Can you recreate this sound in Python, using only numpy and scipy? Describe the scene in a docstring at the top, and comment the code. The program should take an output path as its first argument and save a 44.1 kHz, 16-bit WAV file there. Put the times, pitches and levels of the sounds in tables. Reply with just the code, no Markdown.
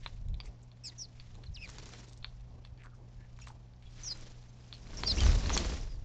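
"""Sparrows on a garden seed tray

A winter garden: chirps are gliding sines; seeds, beaks and claws ring decaying modes or scuff in noise grains.
Single birds flutter off, then the flock leaves in two waves of throbbing noise. Puffs, downwash and light
air buffet the microphone with low wavering lumps. A machine hums nearby, over the far murmur of the
neighbourhood in shaped noise; nearby surfaces give the calls, taps and scuffs a short tail."""
import sys
import numpy as np
from scipy import signal
from scipy.fft import rfft, irfft, next_fast_len
from scipy.io import wavfile
from scipy.ndimage import uniform_filter1d

SR = 44100
rng = np.random.default_rng(int(sys.argv[2]) if len(sys.argv) > 2 else 0)


def materialize(psi):
    """Save the field psi as 16-bit PCM at rate SR to the path in sys.argv[1].

    A 1-D psi becomes a single channel; in a 2-D psi each row is a channel.
    """
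    bounded = np.clip(np.atleast_2d(psi).T, -1, 1)
    quanta = np.round(bounded * 32767).astype(np.int16)
    wavfile.write(sys.argv[1], SR, quanta)


N = 266364   # samples, about 6 s

# Clear chirps, one table for each side of the syrinx: [t/s, f/Hz, peak level/dB]
CHIRPS = [
    [(0.838, 5660, -49), (0.86, 5360, -44), (0.88, 4990, -43), (0.895, 4420, -49), (0.902, 3560, -49)],
    [(0.984, 6750, -54), (1.0, 6020, -47.5), (1.02, 5710, -37.5), (1.04, 5000, -49), (1.057, 4030, -51)],
    [(0.978, 6100, -56), (0.995, 5610, -42.5), (1.015, 5390, -49), (1.03, 4840, -52), (1.045, 4130, -56)],
    [(4.04, 7300, -49), (4.05, 6500, -48), (4.062, 6420, -44), (4.075, 5970, -37.5), (4.09, 5610, -39),
     (4.094, 5560, -56)],
    [(4.098, 5310, -52), (4.104, 5120, -38), (4.112, 4900, -36), (4.128, 4940, -37.5), (4.137, 4700, -60)],
    [(4.034, 6160, -41.5), (4.06, 5600, -45), (4.085, 5110, -41), (4.105, 4540, -44.5), (4.125, 4170, -39),
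     (4.14, 3850, -60)],
    [(5.064, 5790, -57), (5.075, 5650, -29.5), (5.085, 5270, -32), (5.093, 5370, -34), (5.105, 5040, -29.5),
     (5.115, 4750, -29), (5.124, 4220, -31)],
    [(5.055, 4460, -49), (5.066, 4810, -33.5), (5.078, 4680, -26), (5.088, 4220, -33), (5.1, 4180, -29.5),
     (5.113, 4060, -32), (5.126, 3400, -40)],
    [(5.24, 6220, -47), (5.26, 5990, -43), (5.29, 5530, -52), (5.32, 4920, -49)],
    [(5.525, 7160, -54), (5.535, 6480, -37), (5.545, 6620, -36), (5.555, 6120, -40), (5.563, 5910, -51)],
    [(5.52, 6150, -46), (5.54, 5940, -37), (5.55, 5700, -36.5), (5.56, 5390, -38)],
]
# Low calls with overtones: [t/s, f/Hz, level/dB of fundamental, of 2nd harmonic, of 3rd where it sounds]
LOW_CALLS = [
    [(.836, 2600, -60, -57, -70), (.855, 2563, -57.5, -44.5, -53), (.87, 2400, -65, -48, -48),
     (.885, 2100, -66, -53, -51), (.893, 2060, -72.5, -64, -63)],
    [(1.538, 6250, -64, -85), (1.55, 5130, -47.5, -90), (1.562, 4190, -50.5, -95), (1.572, 2876, -50, -66),
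     (1.587, 2606, -55, -62), (1.6, 2560, -63.5, -62), (1.625, 2640, -44, -52), (1.65, 2370, -44, -53.5),
     (1.669, 1885, -64, -60)],
    [(5.172, 2209, -43.5, -56), (5.18, 2527, -44, -44), (5.19, 2976, -42, -42), (5.2, 3171, -39.5, -54),
     (5.22, 3050, -40.5, -64), (5.242, 2860, -45, -57)],
]
# Faint short notes and overtones, each one straight glide:
# [start t/s, length t/s, first f/Hz, last f/Hz, peak level/dB]
SHORT_NOTES = [(.915, .017, 2050, 1880, -60), (0.979, 0.016, 1670, 1620, -73),
               (0.838, .033, 8150, 8750, -64), (1.46, 0.018, 4500, 3920, -51.5),
               (3.183, 0.089, 1708, 1750, -68), (3.413, 0.01, 6950, 6690, -53),
               (3.417, 0.024, 5860, 5240, -56), (3.418, 0.056, 2620, 2780, -65),
               (3.85, 0.038, 3370, 3346, -62), (3.848, .05, 2440, 2380, -72),
               (4.482, 0.027, 6250, 6300, -67), (4.736, 0.022, 4700, 4000, -49.5),
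               (4.976, 0.025, 5640, 5314, -43), (5.878, 0.096, 5550, 4356, -61.5),
               (5.888, 0.036, 4943, 4740, -60)]
NOTE_EDGE_DB = -11.5   # start and end of a short note, relative to its middle

# Beaks, seeds and claws on the tray: [t/s, snap level/dB, low knock level/dB, bright tick level/dB]
TAPS = [(0.0616, -28, -20.5, -60), (0.2853, -52, -63, -53), (.3429, -42, -61.5, -60),
        (0.402, -30, -30, -90), (.4339, -54, -43, -90), (.4574, -48, -41, -64), (0.6168, -60, -57, -60),
        (0.716, -50, -51, -78), (0.9207, -52, -56, -73), (1.199, -39.5, -43, -82),
        (1.3527, -48.5, -41.5, -50), (1.436, -44, -47, -80), (1.6757, -44, -35, -49),
        (1.6912, -46, -28.5, -40), (1.7004, -57, -52, -37), (1.7837, -41, -30.5, -38),
        (1.8575, -44, -51, -40), (1.891, -57.5, -35, -45), (1.9357, -41, -36, -41),
        (2.2274, -43, -44, -79.5), (2.2449, -25, -26, -78), (2.2528, -52, -37, -80),
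        (2.6495, -44, -37, -75), (2.8591, -53, -35.5, -64.5), (3.3892, -60, -34, -53),
        (3.4718, -46, -28, -55), (4.1737, -63, -60, -42), (4.21, -55, -55, -45), (4.4273, -54, -49, -61),
        (4.7268, -31.5, -29.5, -82), (4.8694, -55, -32, -68), (4.9324, -54.5, -31, -64),
        (5.035, -21.5, -12.5, -53.5), (5.2055, -24, -35, -26), (5.2348, -30, -18, -29),
        (5.265, -29, -16.5, -36), (5.296, -47, -24, -36), (5.3311, -36, -21.5, -43),
        (5.4591, -32.5, -17, -79), (5.4947, -27, -14.5, -80), (5.502, -50, -12.5, -57.5),
        (5.567, -49, -9.5, -23), (5.576, -16, -21, -17.5), (5.6471, -33, -21, -45), (5.7214, -48, -23, -52)]
# Resonances of tray and seed shells, low, middle and bright: [f/Hz, relative level/dB, share of the ring time]
KNOCK_MODES = [(1070, -8, 1.06), (1317, -5, 0.63), (1760, 0.5, 0.29)]
SNAP_MODES = [(2365, -0.5, 0.69), (2860, 1.5, 0.26), (3370, 2.5, 0.71), (4270, -3, 1.74)]
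TICK_MODES = [(5670, -6, 0.98), (6600, -2.5, 1), (7370, -4.5, 0.74)]
RING_T60_S, MODE_PITCH_SPREAD = 0.0068, 0.046   # time for share 1; spread as a fraction of f
SCATTER_T60_S = 0.065
# Fainter pecking at random while the birds feed; mean levels are (snap, knock, tick)
PECKS_PER_S, PECK_DB, PECK_SPREAD_DB, FEEDING_ENDS_S = 4, (-59, -52, -66), 4, 4.8

# Claws and feathers scuffing tray and seed: [start t/s, length t/s, centre f/Hz, width f/Hz, level/dB]
SCUFFS = [(0.022, .09, 2800, 2420, -59), (0.066, .045, 3000, 3070, -61), (0.449, .077, 2280, 610, -64.5),
          (0.45, .054, 6020, 2520, -65), (0.389, 0.056, 1800, 2500, -67), (0.626, .023, 6800, 1170, -65),
          (1.143, .055, 2380, 600, -66), (1.431, .046, 2500, 2500, -61), (1.679, .043, 1500, 2000, -71),
          (1.769, .041, 1200, 1800, -62), (1.93, .052, 1480, 2200, -56.5), (1.967, .043, 3420, 5100, -66),
          (2.026, .032, 4000, 5000, -76), (2.081, 0.038, 5070, 3900, -62), (2.12, 0.046, 5000, 3500, -64),
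          (2.171, 0.026, 5500, 3500, -63), (2.225, .083, 2980, 2510, -72), (2.267, .055, 3930, 1170, -66.5),
          (2.636, .066, 2860, 2480, -65), (2.775, .117, 2120, 1200, -63.5), (2.83, 0.053, 5400, 4000, -69),
          (2.834, .072, 1330, 500, -54.5), (2.914, .074, 1370, 300, -70), (2.94, .064, 5760, 2000, -71),
          (3.189, .15, 1900, 800, -70.5), (3.412, .037, 5850, 2200, -62), (3.414, .046, 2700, 500, -59.5),
          (3.466, .041, 4650, 4000, -58), (3.471, .078, 1020, 454, -56.5),
          (3.481, 0.064, 4000, 5000, -65.5), (3.82, .058, 2860, 2490, -64), (3.855, .049, 3450, 1200, -68),
          (3.9, .104, 4000, 3500, -68.5), (3.968, .054, 3800, 1200, -68), (4.721, .087, 3720, 2500, -59.5),
          (4.97, .035, 5620, 700, -47), (5.151, .05, 5800, 900, -46.5)]

# Fence, trunks and house wall: decay time and level of their tail
GARDEN_T60_S, GARDEN_DB = .13, -18.5

# Flock taking off in two waves: [t/s, feather rustle level/dB]; the low sweep follows it
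FLOCK = [(4.7, -72.5), (4.85, -64), (5.0, -51.5), (5.12, -48.5), (5.26, -41), (5.4, -47.5), (5.47, -47),
         (5.55, -41.5), (5.62, -43.5), (5.75, -49.5), (5.9, -64), (6.04, -73)]
FLOCK_SWEEP_DB = 2   # low sweep relative to the rustle
# Single birds fly or flutter: [start t/s, length t/s, feather rustle level/dB, low wing sweep level/dB]
FLIGHTS = [(0.086, 0.015, -70, -78), (0.435, 0.07, -73, -65), (0.897, 0.06, -68, -77),
           (1.694, 0.31, -58.5, -60.5), (3.431, 0.024, -66.5, -76), (3.541, 0.025, -96, -67),
           (4.012, 0.11, -57.5, -65), (4.155, 0.12, -61, -62), (4.687, 0.071, -69, -66.5)]
FLIGHT_RISE_DB_PER_S, FLIGHT_FALL_DB_PER_S = 133, 103
# Feeding birds shift about all the time: rustle, low sweep, and the swing of both
SHUFFLE_DB, SHUFFLE_SWEEP_DB, SHUFFLE_SWING_DB = -76.5, -70, 3.5
# Colour of air through feathers: [f/Hz, relative level/dB per Hz]
RUSTLE = [(300, -25.5), (700, -8), (1600, -4), (3200, -5), (5600, -4), (7400, -9), (7900, -23),
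          (8500, -27.5), (9100, -42.5)]
# Colour of the low sweep of the wings: [f/Hz, relative level/dB per Hz]
SWEEP = [(90, -17.5), (160, -1.5), (300, -6), (450, -9), (700, -13.5), (1200, -21)]
# Wingbeats of several birds, never quite in step: [central f/Hz]
WINGBEATS_HZ = [23.2, 24.5, 26.95]

# Downwash on the microphone, one bird landing close by, then the flock: [t/s, level/dB, f/Hz of the lumps]
DOWNWASH = [
    [(.1, -62, 34), (.18, -44.5, 35.4), (.3, -33, 45.65), (.37, -36, 60.03), (.43, -56.5, 35.7)],
    [(4.75, -53.5, 45.07), (5.0, -44, 42.2), (5.13, -33.5, 65.4), (5.2, -31, 68.3), (5.26, -20.5, 51.07),
     (5.37, -28, 40.67), (5.42, -34.5, 46.45), (5.47, -31, 48.2), (5.6, -33.5, 53.23), (5.72, -37, 50.16),
     (5.85, -40.5, 43.2), (6.04, -44.5, 40.4)],
]
# Lone puffs from a wing close by: [t/s, level/dB, f/Hz of the lumps]
PUFFS = [(.05, -41, 31.3), (0.137, -38, 36.8), (0.218, -38, 41.2), (0.488, -40, 47.74),
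         (1.505, -32.5, 43.2), (1.68, -46, 41.9), (2.222, -42, 27.05), (2.732, -46.5, 52.6),
         (3.87, -50, 27), (4.1, -52, 69.2)]
PUFF_FADE_DB_PER_S = 450   # both rise and fall
# Light air stirring at the microphone: [t/s, mean level/dB, central f/Hz of the lumps]
BREEZE = [(0, -56, 35.7), (.45, -50, 25.3), (.65, -60, 39.9), (1.1, -56, 32.1), (1.33, -46.5, 23.24),
          (1.45, -51.5, 37.9), (1.8, -48.5, 45.2), (2.05, -55, 44.82), (2.45, -50.5, 48.04),
          (2.9, -57, 39.95), (3.35, -53.5, 46.06), (3.75, -56, 50), (3.97, -51, 29.88), (4.33, -47.5, 22.9),
          (4.63, -60, 40), (6.04, -52, 45)]
BREEZE_WANDER, BREEZE_SWING_DB = 0.101, 2.0   # spread of log pitch; spread of level
# Colour of the broader rumble: [f/Hz, relative level/dB per Hz]
BUFFET_TONE = [(12, -23), (25, 2.5), (50, -10.5), (90, -6), (150, -18.5), (250, -35)]

# Partials of the machine hum: [f/Hz, mean rms level/dB]
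HUM = [(119.85, -55.5), (180.2, -70.5), (245.2, -74.5), (58.2, -65)]
# Colour of the far neighbourhood: [f/Hz, relative level/dB per Hz]
MURMUR = [(60, 1), (150, -13), (300, -21), (700, -16.5), (1300, -26.5), (3000, -33), (6000, -39.5),
          (7600, -51.5), (8000, -53.5), (9100, -69.5)]
MURMUR_DB = -67   # rms
STOPBAND_HZ = 9250   # 60 dB down from here up


def calls():
    """Vibrating membranes whistle clear chirps and short notes; more wobble makes the low calls husky."""
    short_notes = []
    for s, length, hz, end_hz, db in SHORT_NOTES:
        start = (s, hz, db + NOTE_EDGE_DB)
        middle = (s + length / 2, (hz + end_hz) / 2, db)
        end = (s + length, end_hz, db + NOTE_EDGE_DB)
        short_notes.append([start, middle, end])
    clear = sum(whistle(rows, wobble=.005, rasp_db=1.8) for rows in CHIRPS + short_notes)
    husky = sum(whistle(rows, wobble=.02, rasp_db=3.0) for rows in LOW_CALLS)
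    return clear + husky


def whistle(rows, wobble, rasp_db):
    """One membrane: gliding partials with a slight wobble in pitch and level."""
    s, hz, *levels = np.transpose(rows)
    t = np.arange(int(s[0] * SR), min(int(s[-1] * SR), N)) / SR
    # a moving average leaves slow chance, scaled back to spread 1
    shake = uniform_filter1d(rng.standard_normal((2, len(t))), size=60, axis=1) * np.sqrt(60)
    pitch = np.interp(t, s, hz) * (1 + wobble * shake[0])
    phase = 2 * np.pi * np.cumsum(pitch) / SR
    tone = sum(amp(np.interp(t, s, db)) * np.sin((k + 1) * phase) for k, db in enumerate(levels))
    edge = np.clip(np.minimum(t - s[0], s[-1] - t) / 0.00044, 0, 1)   # 0.44 ms ramps
    out = np.zeros(N)
    out[int(s[0] * SR):][:len(t)] = tone * edge * amp(rasp_db * shake[1])
    return out


def taps():
    """Each contact is a short blunt push and a scatter of smaller ones, ringing tray and shells briefly."""
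    out = np.zeros(N)
    t = np.arange(int(.12 * SR)) / SR
    for s, snap_db, knock_db, tick_db in TAPS + pecks():
        ring = np.zeros(len(t))
        for modes, group_db in ((KNOCK_MODES, knock_db), (SNAP_MODES, snap_db), (TICK_MODES, tick_db)):
            for k, (hz, db, share) in enumerate(modes):
                luck = rng.standard_normal(2)   # dB in level, then pitch
                fade_db = -60 * t / (RING_T60_S * share)
                level = amp(group_db + db + luck[0] + fade_db)
                mode_hz = hz * (1 + MODE_PITCH_SPREAD * luck[1])
                ring += (-1) ** k * level * np.sin(2 * np.pi * mode_hz * t)
        ring *= 1 - np.exp(-t / 0.0003)   # the contact takes a moment to build
        sparse = rng.standard_normal(len(t)) * (rng.random(len(t)) < .05)
        contacts = sparse * amp(-18 - 60 * t / SCATTER_T60_S)
        contacts[0] = 1   # the main push
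        at = int(s * SR)
        hit = signal.fftconvolve(ring, contacts)[:N - at]
        out[at:at + len(hit)] += hit
    return out


def pecks():
    """Faint contacts at random moments while the birds feed."""
    rows = []
    for _ in range(int(PECKS_PER_S * FEEDING_ENDS_S)):
        s = rng.uniform(0, FEEDING_ENDS_S)
        levels_db = PECK_DB + PECK_SPREAD_DB * rng.standard_normal(len(PECK_DB))
        rows.append((s, *levels_db))
    return rows


def scuffs():
    """Rubbing: dense uneven grains in one broad resonance, swelling fast and dying away."""
    out = np.zeros(N)
    for s, length, hz, width, db in SCUFFS:
        u = np.linspace(0, 1, int(length * SR))
        # seeds and barbs let go one by one
        catches = (rng.random(len(u)) < .012) * rng.exponential(1, len(u))
        grains = rng.standard_normal(len(u)) * (.35 + 3.5 * catches)
        edges = np.clip([hz - width / 2, hz + width / 2], 100, 9000)
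        rub = signal.sosfilt(signal.butter(2, edges, "band", fs=SR, output="sos"), grains)
        envelope = np.sin(np.pi * u ** 0.46) ** 2
        out[int(s * SR):][:len(u)] += amp(db) * rms_one(rub) * envelope
    return out


def wings():
    """Air through feathers throbs with the wingbeats; a crowd of wings blurs the beat."""
    flock = amp(in_time([(0, -120), *FLOCK])[0]) ** 2
    slopes = FLIGHT_RISE_DB_PER_S, FLIGHT_FALL_DB_PER_S
    # powers of the two layers: flock, shuffling, single flights
    rustling = flock + amp(SHUFFLE_DB + SHUFFLE_SWING_DB * drift(1.3)) ** 2
    rustling += sum(swell(s, length, db, *slopes) for s, length, db, _ in FLIGHTS)
    sweeping = flock * amp(FLOCK_SWEEP_DB) ** 2
    sweeping += amp(SHUFFLE_SWEEP_DB + SHUFFLE_SWING_DB * drift(4.7)) ** 2
    sweeping += sum(swell(s, length, db, *slopes) for s, length, _, db in FLIGHTS)

    beat = np.zeros(N)
    for hz in WINGBEATS_HZ:
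        wandering_hz = hz * (1 + 0.117 * drift(3.836))
        beat += np.sin(2 * np.pi * np.cumsum(wandering_hz) / SR)
    depth_db = np.interp(10 * np.log10(rustling), [-58, -46], [1.35, 1.15])   # shallower when loud
    throb = amp(depth_db * beat)

    rustle = patchy(RUSTLE, patchy_db=1.2, rate=40, grains_per_s=300 * throb, grain_db=11)
    sweep = coloured(rng.standard_normal(N), SWEEP)
    return throb * (np.sqrt(rustling) * rustle + np.sqrt(sweeping) * sweep)


def buffet():
    """Air on the microphone: lumps of pressure over a rumble; the strongest air sets their pitch."""
    db, hz = in_time(BREEZE)
    breeze_power = amp(db + BREEZE_SWING_DB * drift(5.1)) ** 2
    airs = [(breeze_power, hz * np.exp(BREEZE_WANDER * drift(2.98)))]
    for s, db, hz in PUFFS:
        airs.append((swell(s, 0, db, PUFF_FADE_DB_PER_S, PUFF_FADE_DB_PER_S), hz))
    t = np.arange(N) / SR
    for rows in DOWNWASH:
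        db, hz = in_time(rows)
        blowing = (t >= rows[0][0]) * (t <= rows[-1][0])
        airs.append((amp(db) ** 2 * blowing, hz))

    power = sum(p for p, _ in airs)
    lump_hz = sum(p * hz for p, hz in airs) / power   # mean weighted by power
    phase = 2 * np.pi * np.cumsum(lump_hz) / SR + 1.26 * drift(10.6)
    lumps = np.sqrt(2) * np.sin(phase) * amp(2.25 * drift(25))
    rumble = coloured(rng.standard_normal(N), BUFFET_TONE)
    return np.sqrt(power) * rms_one(lumps + amp(-3.0) * rumble)


def machine_hum():
    """A machine nearby: steady low partials, each wavering a little in level and phase."""
    t = np.arange(N) / SR
    hum = np.zeros(N)
    for hz, db in HUM:
        level = np.sqrt(2) * amp(db + 0.9 * drift(6))
        hum += level * np.sin(2 * np.pi * hz * t + .4 * drift(4))
    return hum


def far_murmur():
    """The far neighbourhood as steady noise, strongest in the bass."""
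    return amp(MURMUR_DB) * coloured(rng.standard_normal(N), MURMUR)


def garden(x):
    """Reflections from nearby surfaces: a short, faint, diffuse tail that starts after 6 ms."""
    t = np.arange(int(.25 * SR)) / SR
    tail = rng.standard_normal(len(t)) * amp(-60 * t / GARDEN_T60_S) * (t > .006)
    return x + amp(GARDEN_DB) * signal.fftconvolve(x, tail / np.linalg.norm(tail))[:N]


def amp(db):
    """Decibels to gain."""
    return 10 ** (np.asarray(db) / 20)


def rms_one(x):
    """Scale to unit rms."""
    return x / np.sqrt(np.mean(x ** 2) + 1e-20)


def in_time(rows):
    """Columns of a curve, sample by sample."""
    s, *columns = np.transpose(rows)
    return [np.interp(np.arange(N) / SR, s, c) for c in columns]


def swell(start, length, db, rise_db_per_s, fall_db_per_s):
    """Power of a sound that climbs to its level, holds it and falls away."""
    t = np.arange(N) / SR
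    rise = rise_db_per_s * np.maximum(start - t, 0)
    fall = fall_db_per_s * np.maximum(t - start - length, 0)
    return amp(db - rise - fall) ** 2


def drift(rate):
    """Slow chance with spread 1: noise through two equal poles at rate Hz."""
    r = np.exp(-80 * np.pi * rate / SR)   # one step is 40 samples
    noise = rng.standard_normal(N // 40 + 2002)
    slow = signal.lfilter([1], [1, -2 * r, r * r], noise)[2000:]   # drop the settling
    return np.interp(np.arange(N) / 40, np.arange(len(slow)), rms_one(slow))


def coloured(x, spectrum):
    """Give a signal the colour of a spectrum; rms 1."""
    size = next_fast_len(N)
    hz, db = np.transpose(spectrum)
    grid = np.maximum(np.arange(size // 2 + 1) * SR / size, 1)
    level = np.interp(np.log(grid), np.log(hz), db, left=-80, right=-80)
    return rms_one(irfft(rfft(x, size) * amp(level), size)[:N])


def patchy(spectrum, patchy_db, rate, grains_per_s, grain_db):
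    """Coloured noise with fine grains; each half-octave band flickers and crackles on its own."""
    out = np.zeros(N)
    for low in 280 * 2.0 ** np.arange(0, 5, .5):
        sizes = amp(3.3 * np.minimum(rng.exponential(1, N), 4))
        grains = (rng.random(N) < grains_per_s / SR) * sizes
        x = rng.standard_normal(N) * (1 + amp(grain_db) * grains)
        band = signal.sosfilt(signal.butter(2, [low, np.sqrt(2) * low], "band", fs=SR, output="sos"), x)
        out += band * amp(patchy_db * drift(rate))
    return coloured(out, spectrum)


def scene():
    """Birds on the tray in the garden, wings and air at the microphone, hum and murmur behind."""
    tray = garden(calls() + taps() + scuffs())
    mix = tray + wings() + buffet() + machine_hum() + far_murmur()
    return mix[None, :]


def record(dry):
    """A steep low-pass cuts the top."""
    return signal.sosfilt(signal.cheby2(20, 60, STOPBAND_HZ, fs=SR, output="sos"), dry)


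dry = scene()
out = record(dry)
materialize(out)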